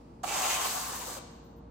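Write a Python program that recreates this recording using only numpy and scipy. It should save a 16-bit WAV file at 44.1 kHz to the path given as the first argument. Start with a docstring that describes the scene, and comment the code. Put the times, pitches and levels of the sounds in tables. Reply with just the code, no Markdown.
"""In a hard, humming room a steel trowel lands on a board of wet plaster, makes one long stroke and is lifted.
The stroke starts on the right and then leans left. Dense random grains under the edge excite the modes of the
damped blade and board and a broad rasp; short knocks ring the same body. Noise decaying band by band is the
room's reverberation, over machine hum, rumble, the dying hiss of the stroke before and a late thin whistle."""
import sys
import numpy as np
from scipy import signal
from scipy.fft import rfft, irfft
from scipy.io import wavfile
from scipy.ndimage import uniform_filter1d

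SR = 44100
rng = np.random.default_rng(int(sys.argv[2]) if len(sys.argv) > 2 else 0)


def wrap_up_sound(samples):
    """Save the sound to the file named by the first command line argument, as 16-bit audio."""
    columns = np.atleast_2d(samples).T
    # keep every value between -1 and 1, then stretch to whole-number steps
    tamed = np.clip(columns, -1, 1)
    steps = np.round(tamed * 32767).astype(np.int16)
    wavfile.write(sys.argv[1], SR, steps)


N = 74970


def undb(db):
    """Level definition: decibels to an amplitude ratio."""
    return 10 ** (np.asarray(db) / 20)


def unit(x):
    """Normalisation to an RMS of one."""
    return x / np.sqrt(np.mean(x ** 2))


def seconds():
    """Uniform sampling: the time of every sample."""
    return np.arange(N) / SR


def curve(table, col):
    """Linear interpolation of one column of a time table, sample by sample."""
    rows = np.array(table)
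    return np.interp(seconds(), rows[:, 0], rows[:, col])


def shade(x, points):
    """Linear filtering in the frequency domain, through (Hz, dB) points on a log frequency axis."""
    rows = np.array(points)
    hz = np.maximum(np.arange(N // 2 + 1) * SR / N, 1)
    gain = undb(np.interp(np.log(hz), np.log(rows[:, 0]), rows[:, 1]))
    gain = gain * np.minimum(hz / rows[0, 0], 1) ** 3  # steep fall below the first point
    return irfft(rfft(x) * gain, N)


def ring(x, hz, width_hz):
    """Damped resonance: a pole pair with gain near 1 at its centre."""
    r = np.exp(-np.pi * width_hz / SR)
    return signal.lfilter([1 - r, 0, r - 1], [1, -2 * r * np.cos(2 * np.pi * hz / SR), r * r], x)


def walk(rate):
    """Slow random modulation: levels drawn rate times a second and smoothed, with an RMS of one."""
    k = int(SR / rate)
    steps = np.repeat(rng.standard_normal(N // k + 1), k)
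    return unit(uniform_filter1d(uniform_filter1d(steps, k), k)[:N])


def tone(hz):
    """Frequency modulation: a sine of RMS one whose phase is the running sum of its frequency."""
    return np.sqrt(2) * np.sin(2 * np.pi * np.cumsum(hz) / SR)


def spread(mid, side, width):
    """Mid-side stereo: a shared part, plus a shaded part of opposite sign left and right."""
    return mid + np.array([[1], [-1]]) * shade(side, [(0.74, -33)] + list(width))


# hum lines of a machine: pitch_hz [Hz], level_db [dB RMS, about which it wavers]
HUM_LINES = [(58, -58), (122, -72), (236, -66.5), (465, -64)]
HUM_WAVER_DB, HUM_WAVER_HZ = 1.5, 1.5


def machine_hum():
    """Line spectrum: steady sines whose level and pitch waver slightly."""
    total = np.zeros(N)
    for pitch_hz, level_db in HUM_LINES:
        level = undb(level_db + HUM_WAVER_DB * walk(10))
        total += level * tone(pitch_hz + HUM_WAVER_HZ * walk(7.9))
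    return total


# spectrum of the room rumble: pitch_hz [Hz], level_db [dB per Hz, relative]
RUMBLE_SPECTRUM = [(26, -26), (45, -7), (163, -3.5), (198, -5.5), (235, -3.5), (322, -8), (347, -8),
                   (431, -16), (464, -10), (499, -16.5), (564, -15.5), (736, -20.5), (852, -18),
                   (1770, -35.5), (15000, -68)]
# stereo width of the background: pitch_hz [Hz], side_gain_db [dB]
BACKGROUND_WIDTH = [(60, -19), (110, -14.5), (200, -21.5), (380, -8.5), (700, 0.5), (1290, 2), (2380, -17),
                    (4400, -3.5), (8120, 6), (15000, 1)]
RUMBLE_DB = -51  # RMS, before the shared part is trimmed by 1 dB and the side part shaded


def background():
    """Broadband noise and line spectrum: coloured room rumble, with the hum common to both sides."""
    noise = shade(rng.standard_normal((2, N)), RUMBLE_SPECTRUM)
    noise = noise * undb(RUMBLE_DB) / np.std(noise[0])
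    return spread(noise[0] * undb(-1) + machine_hum(), noise[1], BACKGROUND_WIDTH)


# spectrum of the hiss left by the stroke before: pitch_hz [Hz], level_db [dB per Hz, relative]
EARLIER_SPECTRUM = [(880, -47), (1500, -17), (2150, -8.5), (2300, -8), (3800, -14), (4690, -9), (6470, -17),
                    (7750, -16), (12000, -27), (14500, -29)]
EARLIER_START_DB, EARLIER_T60_S = -71.5, 3.4


def earlier_stroke():
    """Exponential decay: the room still hisses from the stroke before, falling 60 dB per T60."""
    fade = np.exp(-np.log(1000) * seconds() / EARLIER_T60_S)
    hiss = unit(shade(rng.standard_normal((2, N)), EARLIER_SPECTRUM))
    return undb(EARLIER_START_DB) * hiss * fade


# wandering thin whistle: time_s [s], pitch_hz [Hz], level_db [dB RMS, about which it flickers]
WHISTLE_PATH = [(1.24, 14000, -100), (1.256, 14350, -78), (1.285, 14600, -90), (1.3, 14250, -84),
                (1.36, 14150, -80), (1.4, 13750, -92), (1.425, 13800, -95), (1.45, 14900, -75),
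                (1.475, 14450, -80), (1.5, 14900, -78), (1.53, 15450, -88), (1.55, 15300, -100),
                (1.563, 15050, -78), (1.58, 14300, -76), (1.6, 13400, -92), (1.62, 13200, -110)]
WHISTLE_WOBBLE_HZ = 70


def whistle():
    """Frequency modulation: a faint, high, slightly rough tone, a shade to the left."""
    t = seconds()
    sounding = (t > WHISTLE_PATH[0][0]) * (t < WHISTLE_PATH[-1][0])
    hz = curve(WHISTLE_PATH, 1) + WHISTLE_WOBBLE_HZ * walk(300)
    level = undb(curve(WHISTLE_PATH, 2) + 2 * walk(60))
    return sounding * level * tone(hz) * undb(np.array([[.6], [-.6]]))


# reverberation time of the hard room: pitch_hz [Hz], t60_s [s]
REVERB_TIMES = [(300, 1.7), (1500, 1.15), (3000, 1.29), (6000, 0.83), (8000, 0.58), (11000, 0.24),
                (16000, 0.18)]
ROOM_DB = -11.5  # energy of the tail against a unit impulse


def room(x):
    """Diffuse reverberation: convolution with noise decaying band by band, unrelated left and right."""
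    t, rows = seconds(), np.array(REVERB_TIMES)
    tail = np.zeros((2, N))
    for hz in 250 * 2 ** np.arange(0, 6.1, .5):  # half-octave steps
        t60_s = np.interp(np.log(hz), np.log(rows[:, 0]), rows[:, 1])
        band = ring(ring(rng.standard_normal((2, N)), hz, hz / 2), hz, hz / 2)
        tail += band * np.exp(-np.log(1000) * t / t60_s)
    tail = tail * np.clip(t / 0.03, 0, 1)  # builds up over 30 ms
    tail = tail / np.sqrt(np.sum(tail ** 2) / 2)
    return undb(ROOM_DB) * signal.fftconvolve(x, tail, axes=1)[:, :N]


GRIT_PER_S, GRIT_SPREAD_DB, PATCHY_DB = 22000, 1.0, .3


def grit():
    """Random impulse excitation: dense grains of uneven size crushed under the edge."""
    hit = rng.random(N) < GRIT_PER_S / SR
    size = undb(GRIT_SPREAD_DB * rng.exponential(size=N) + PATCHY_DB * walk(40))
    return unit(hit * rng.standard_normal(N) * size)


FOCUS_OCTAVES, FOCUS_DB = .2, 7


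def resonances(x, table, focus_hz, flex, lift_db=FOCUS_DB):
    """Superposition: parallel resonances, lifted near the focus and varied by flex in dB."""
    total = np.zeros(N)
    for (hz, level_db, width_hz), flex_db in zip(table, flex):
        distance = np.log2(hz / focus_hz) / FOCUS_OCTAVES
        gain = undb(level_db + flex_db + lift_db * np.exp(-.5 * distance ** 2))
        total += gain * ring(x, hz, width_hz)
    return total


# low modes of blade and board: pitch_hz [Hz], level_db [dB, relative], width_hz [Hz]
BODY_MODES = [(496, -42.5, 33), (635, -1, 23), (745.7, 3, 45), (811, 4, 25), (876, 1, 35), (943, 2, 98),
              (1055, 6, 54), (1151, 8.5, 33), (1310, 0.5, 55), (1500, -26, 19), (1630, -23.5, 31),
              (1530, -37, 27)]


def body_ring(x, focus_hz, flex, lift_db=FOCUS_DB):
    """Modal superposition: the low resonances of the damped blade and board."""
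    return resonances(x, BODY_MODES, focus_hz, flex, lift_db)


# knocks of the blade on the board: start_s [s, push centre], level_db [dB, peak less 3],
# length_s [s, two standard deviations of the push], pitch_hz [Hz, struck most]
BLADE_KNOCKS = [(0.24, -34.5, 0.0085, 740), (0.248, -43.5, 0.0046, 330), (0.662, -39, 0.014, 1101),
                (0.761, -43, 0.024, 753), (1.074, -42, .006, 280), (1.084, -39, 0.0043, 480.6),
                (1.111, -45, 0.0063, 753), (1.182, -44, .004, 540)]


def knocks():
    """Impact excitation: short Gaussian pushes ring the body modes near their pitch."""
    t, out = seconds(), np.zeros(N)
    for start_s, level_db, length_s, hz in BLADE_KNOCKS:
        envelope = np.exp(-.5 * ((t - start_s) / (length_s / 2)) ** 2)
        push = envelope * (np.sin(2 * np.pi * hz * t) + 0.48 * rng.standard_normal(N))
        rung = body_ring(push, hz, np.zeros(len(BODY_MODES))) + 0.12 * ring(push, hz, hz / 2)
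        out += np.sqrt(2) * undb(level_db) * rung / np.max(np.abs(rung))
    return out


# where the sound is strongest as the contact point moves along the stroke: time_s [s],
# low_pitch_hz [Hz], low_lift_db [dB], upper_pitch_hz [Hz], high_pitch_hz [Hz]
CONTACT_FOCUS = [(.24, 780, 4, 2200, 7000), (.32, 780, 1.5, 2200, 7300), (.42, 950, 3, 2140, 6850),
                 (.52, 940, 6.5, 2680, 6560), (.6, 990, 1, 2300, 6500), (.66, 1050, 6.5, 2280, 4960),
                 (.69, 1020, 6, 2270, 4100), (.77, 780, 6, 2270, 6400), (.9, 1070, 4, 2400, 6560),
                 (1.0, 1150, 11, 2000, 7000), (1.08, 720, 10.5, 1980, 6540), (1.18, 610, 14, 2210, 6840)]


def contact(col):
    """Position-dependent excitation: one column of the focus as the contact point moves."""
    return curve(CONTACT_FOCUS, col)


def low_ring(grains, flex):
    """Modal response to grit: low modes, evened out by their running RMS over 0.2 s."""
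    body = body_ring(grains, contact(1), flex, contact(2))
    return body / np.sqrt(uniform_filter1d(body ** 2, size=SR // 5))


# upper modes: pitch_hz [Hz], level_db [dB, relative], width_hz [Hz]
UPPER_MODES = [(2090, 3, 450), (2287, 10.5, 37), (2508, 5.5, 120), (2670, 3, 120), (2786, 4.5, 180),
               (3040, 5, 170)]


def upper_ring(grains, flex):
    """Modal response to grit: the upper resonances."""
    return unit(resonances(grains, UPPER_MODES, contact(3), flex))


# spectrum of the broad rasp: pitch_hz [Hz], level_db [dB per Hz, relative]
RASP_SPECTRUM = [(880, -25), (1500, 2), (1750, 2), (2280, -7.5), (2740, -11.5), (3820, -0.5), (4220, -10.5),
                 (5360, -2), (6410, -1), (7950, 4.5), (9500, -9), (12400, -33), (20900, -120)]
# narrow bright bands of treble, reflected from the table, shifting as the blade moves:
# pitch_hz [Hz], level_db [dB, relative], width_hz [Hz]
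SHEEN_BANDS = [(4235, 6, 230), (4760, 1, 300), (5900, -8, 180), (6395, 3, 620), (7030, -1.5, 86),
               (7770, -3, 86), (8400, -6.5, 130)]
SHEEN_DB = -6  # bright bands against the rasp


def rasp(grains, flex):
    """Spectral shaping and reflection: a broad rasp with narrow bright bands shifting as the blade moves."""
    sheen = unit(resonances(grains, SHEEN_BANDS, contact(4), flex[::-1]))
    return unit(shade(grains, RASP_SPECTRUM)) + undb(SHEEN_DB) * sheen


# top of the rasp: pitch_hz [Hz], level_db [dB per Hz, relative]
FIZZ_SPECTRUM = [(5000, -56), (8500, -9.5), (10100, 2), (15000, 4.5), (15800, -3)]


def fizz(grains):
    """Spectral shaping: the highest hiss of the crushed grains."""
    return unit(shade(grains, FIZZ_SPECTRUM))


def low_rumble(grains):
    """Broad resonance: grit through two equal heavily damped resonators in series."""
    return unit(ring(ring(grains, 448, 450), 448, 450))


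# course of the stroke: time_s [s], body_db, upper_db, rasp_db, fizz_db [dB],
# left_minus_right_db [dB], rumble_db [dB]; layer levels are before landing, lift, flicker and stereo
STROKE_COURSE = [(0.236, -38, -52, -45.5, -53, -5, -46), (0.244, -33, -56.5, -55, -53, -8, -53),
                 (0.264, -46, -50, -46.5, -53, 6, -48), (0.284, -39.5, -43.5, -43, -47, -2, -51),
                 (0.372, -34.5, -41, -37.5, -44, 1, -53), (0.414, -35, -41, -39, -42.5, 0.5, -52.5),
                 (0.52, -37, -38, -36.5, -40.5, 1.5, -65), (0.6, -35.5, -44, -40, -45, 1, -53),
                 (0.618, -36, -41, -38.5, -41, 3.5, -50), (0.632, -38.5, -45, -39.5, -43, 1.5, -51),
                 (0.656, -35, -43, -38.5, -39, 0.5, -68), (0.696, -45, -49.5, -40, -41.5, 2, -52.5),
                 (0.766, -38.5, -55.5, -41.5, -43, 2, -68.5), (0.86, -47.5, -52, -45, -46, 1.5, -57),
                 (0.888, -41, -56, -45, -44.5, 2.5, -64), (0.922, -42.5, -60, -43.5, -50, 2, -48),
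                 (0.954, -45, -54, -44.5, -45.5, 1.5, -67), (0.992, -51.5, -57, -47, -46.5, 1, -49),
                 (1.016, -44.5, -49, -48, -48.5, 3, -56.5), (1.056, -52.5, -55, -47, -52, 3, -60),
                 (1.08, -44, -56, -45.5, -45.5, 1.0, -48.5), (1.15, -51, -62.5, -47.5, -53, -1.5, -61.5),
                 (1.17, -47, -57.5, -48, -53, 2.5, -49), (1.2, -51, -52.5, -65, -59, 6, -54.5)]
LAND_S, LIFT_S, LAND_RISE_S, LIFT_FALL_S = .231, 1.185, .007, .015
FLICKER_DB, FLICKER_PER_S = .6, 40


def stroke_level(col):
    """Amplitude modulation: one layer's level between landing and lift, with its own flicker."""
    t = seconds()
    landing = np.clip((t - LAND_S) / LAND_RISE_S, 0, 1)
    lifting = np.exp(-np.maximum(t - LIFT_S, 0) / LIFT_FALL_S)
    return landing * lifting * undb(curve(STROKE_COURSE, col) + FLICKER_DB * walk(FLICKER_PER_S))


# stereo width of the stroke: pitch_hz [Hz], side_gain_db [dB]
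STROKE_WIDTH = [(60, -37), (110, -20), (200, -18), (380, -12.5), (700, -0.5), (1290, -2), (2380, -8.5),
                (4400, 2), (8120, -5.5), (15000, -1)]
# spectral balance of the sides: pitch_hz [Hz], left_gain_db [dB]
SIDE_BALANCE = [(60, 0.0), (110, 0.5), (200, 2), (380, -0.64), (700, 0.99), (1290, -1.3), (2380, -1.4),
                (4400, -0.028), (8120, -1.5), (15000, -1)]
LEFT_LAG_S = 2.2e-5


def stereo_image(mid, side):
    """Interaural time and level differences: the left lags slightly, and the balance follows the stroke."""
    left, right = spread(mid, side, STROKE_WIDTH)
    hz = np.arange(N // 2 + 1) * SR / N
    left = irfft(rfft(left) * np.exp(-2j * np.pi * hz * LEFT_LAG_S), N)
    left = shade(left, [(1, 0)] + list(SIDE_BALANCE))
    pan_db = curve(STROKE_COURSE, 5)
    return np.array([left, right]) * undb(np.array([pan_db, -pan_db]) / 2)


FLEX_DB, FLEX_PER_S = 2.5, 12


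def trowel():
    """Source-filter principle: grit and knocks excite the blade and board, whose modes swell and fade."""
    flex = [FLEX_DB * walk(FLEX_PER_S) for _ in BODY_MODES]  # each resonance swells and fades
    body_level, upper_level, rasp_level, fizz_level, rumble_level = (stroke_level(k) for k in (1, 2, 3, 4, 6))
    parts = []
    for _ in range(2):  # separate grains for the shared and the unshared part
        grains = grit()
        part = body_level * low_ring(grains, flex)
        part += rumble_level * low_rumble(grains)
        part += upper_level * upper_ring(grains, flex)
        part += rasp_level * rasp(grains, flex)
        part += fizz_level * fizz(grains)
        parts.append(part)
    blows = knocks()
    return stereo_image(parts[0] + blows, parts[1] + .5 * blows)


def scene():
    """Superposition: background, direct sound of the trowel and its reverberation add."""
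    blade = trowel()
    return background() + earlier_stroke() + whistle() + room(blade) + blade


TOP_HZ = 15850


def record(dry):
    """Band limitation: the microphone cuts the top with a steep elliptic low-pass."""
    return signal.sosfilt(signal.ellip(10, .2, 75, TOP_HZ, fs=SR, output="sos"), dry)


dry = scene()
out = record(dry)
wrap_up_sound(out)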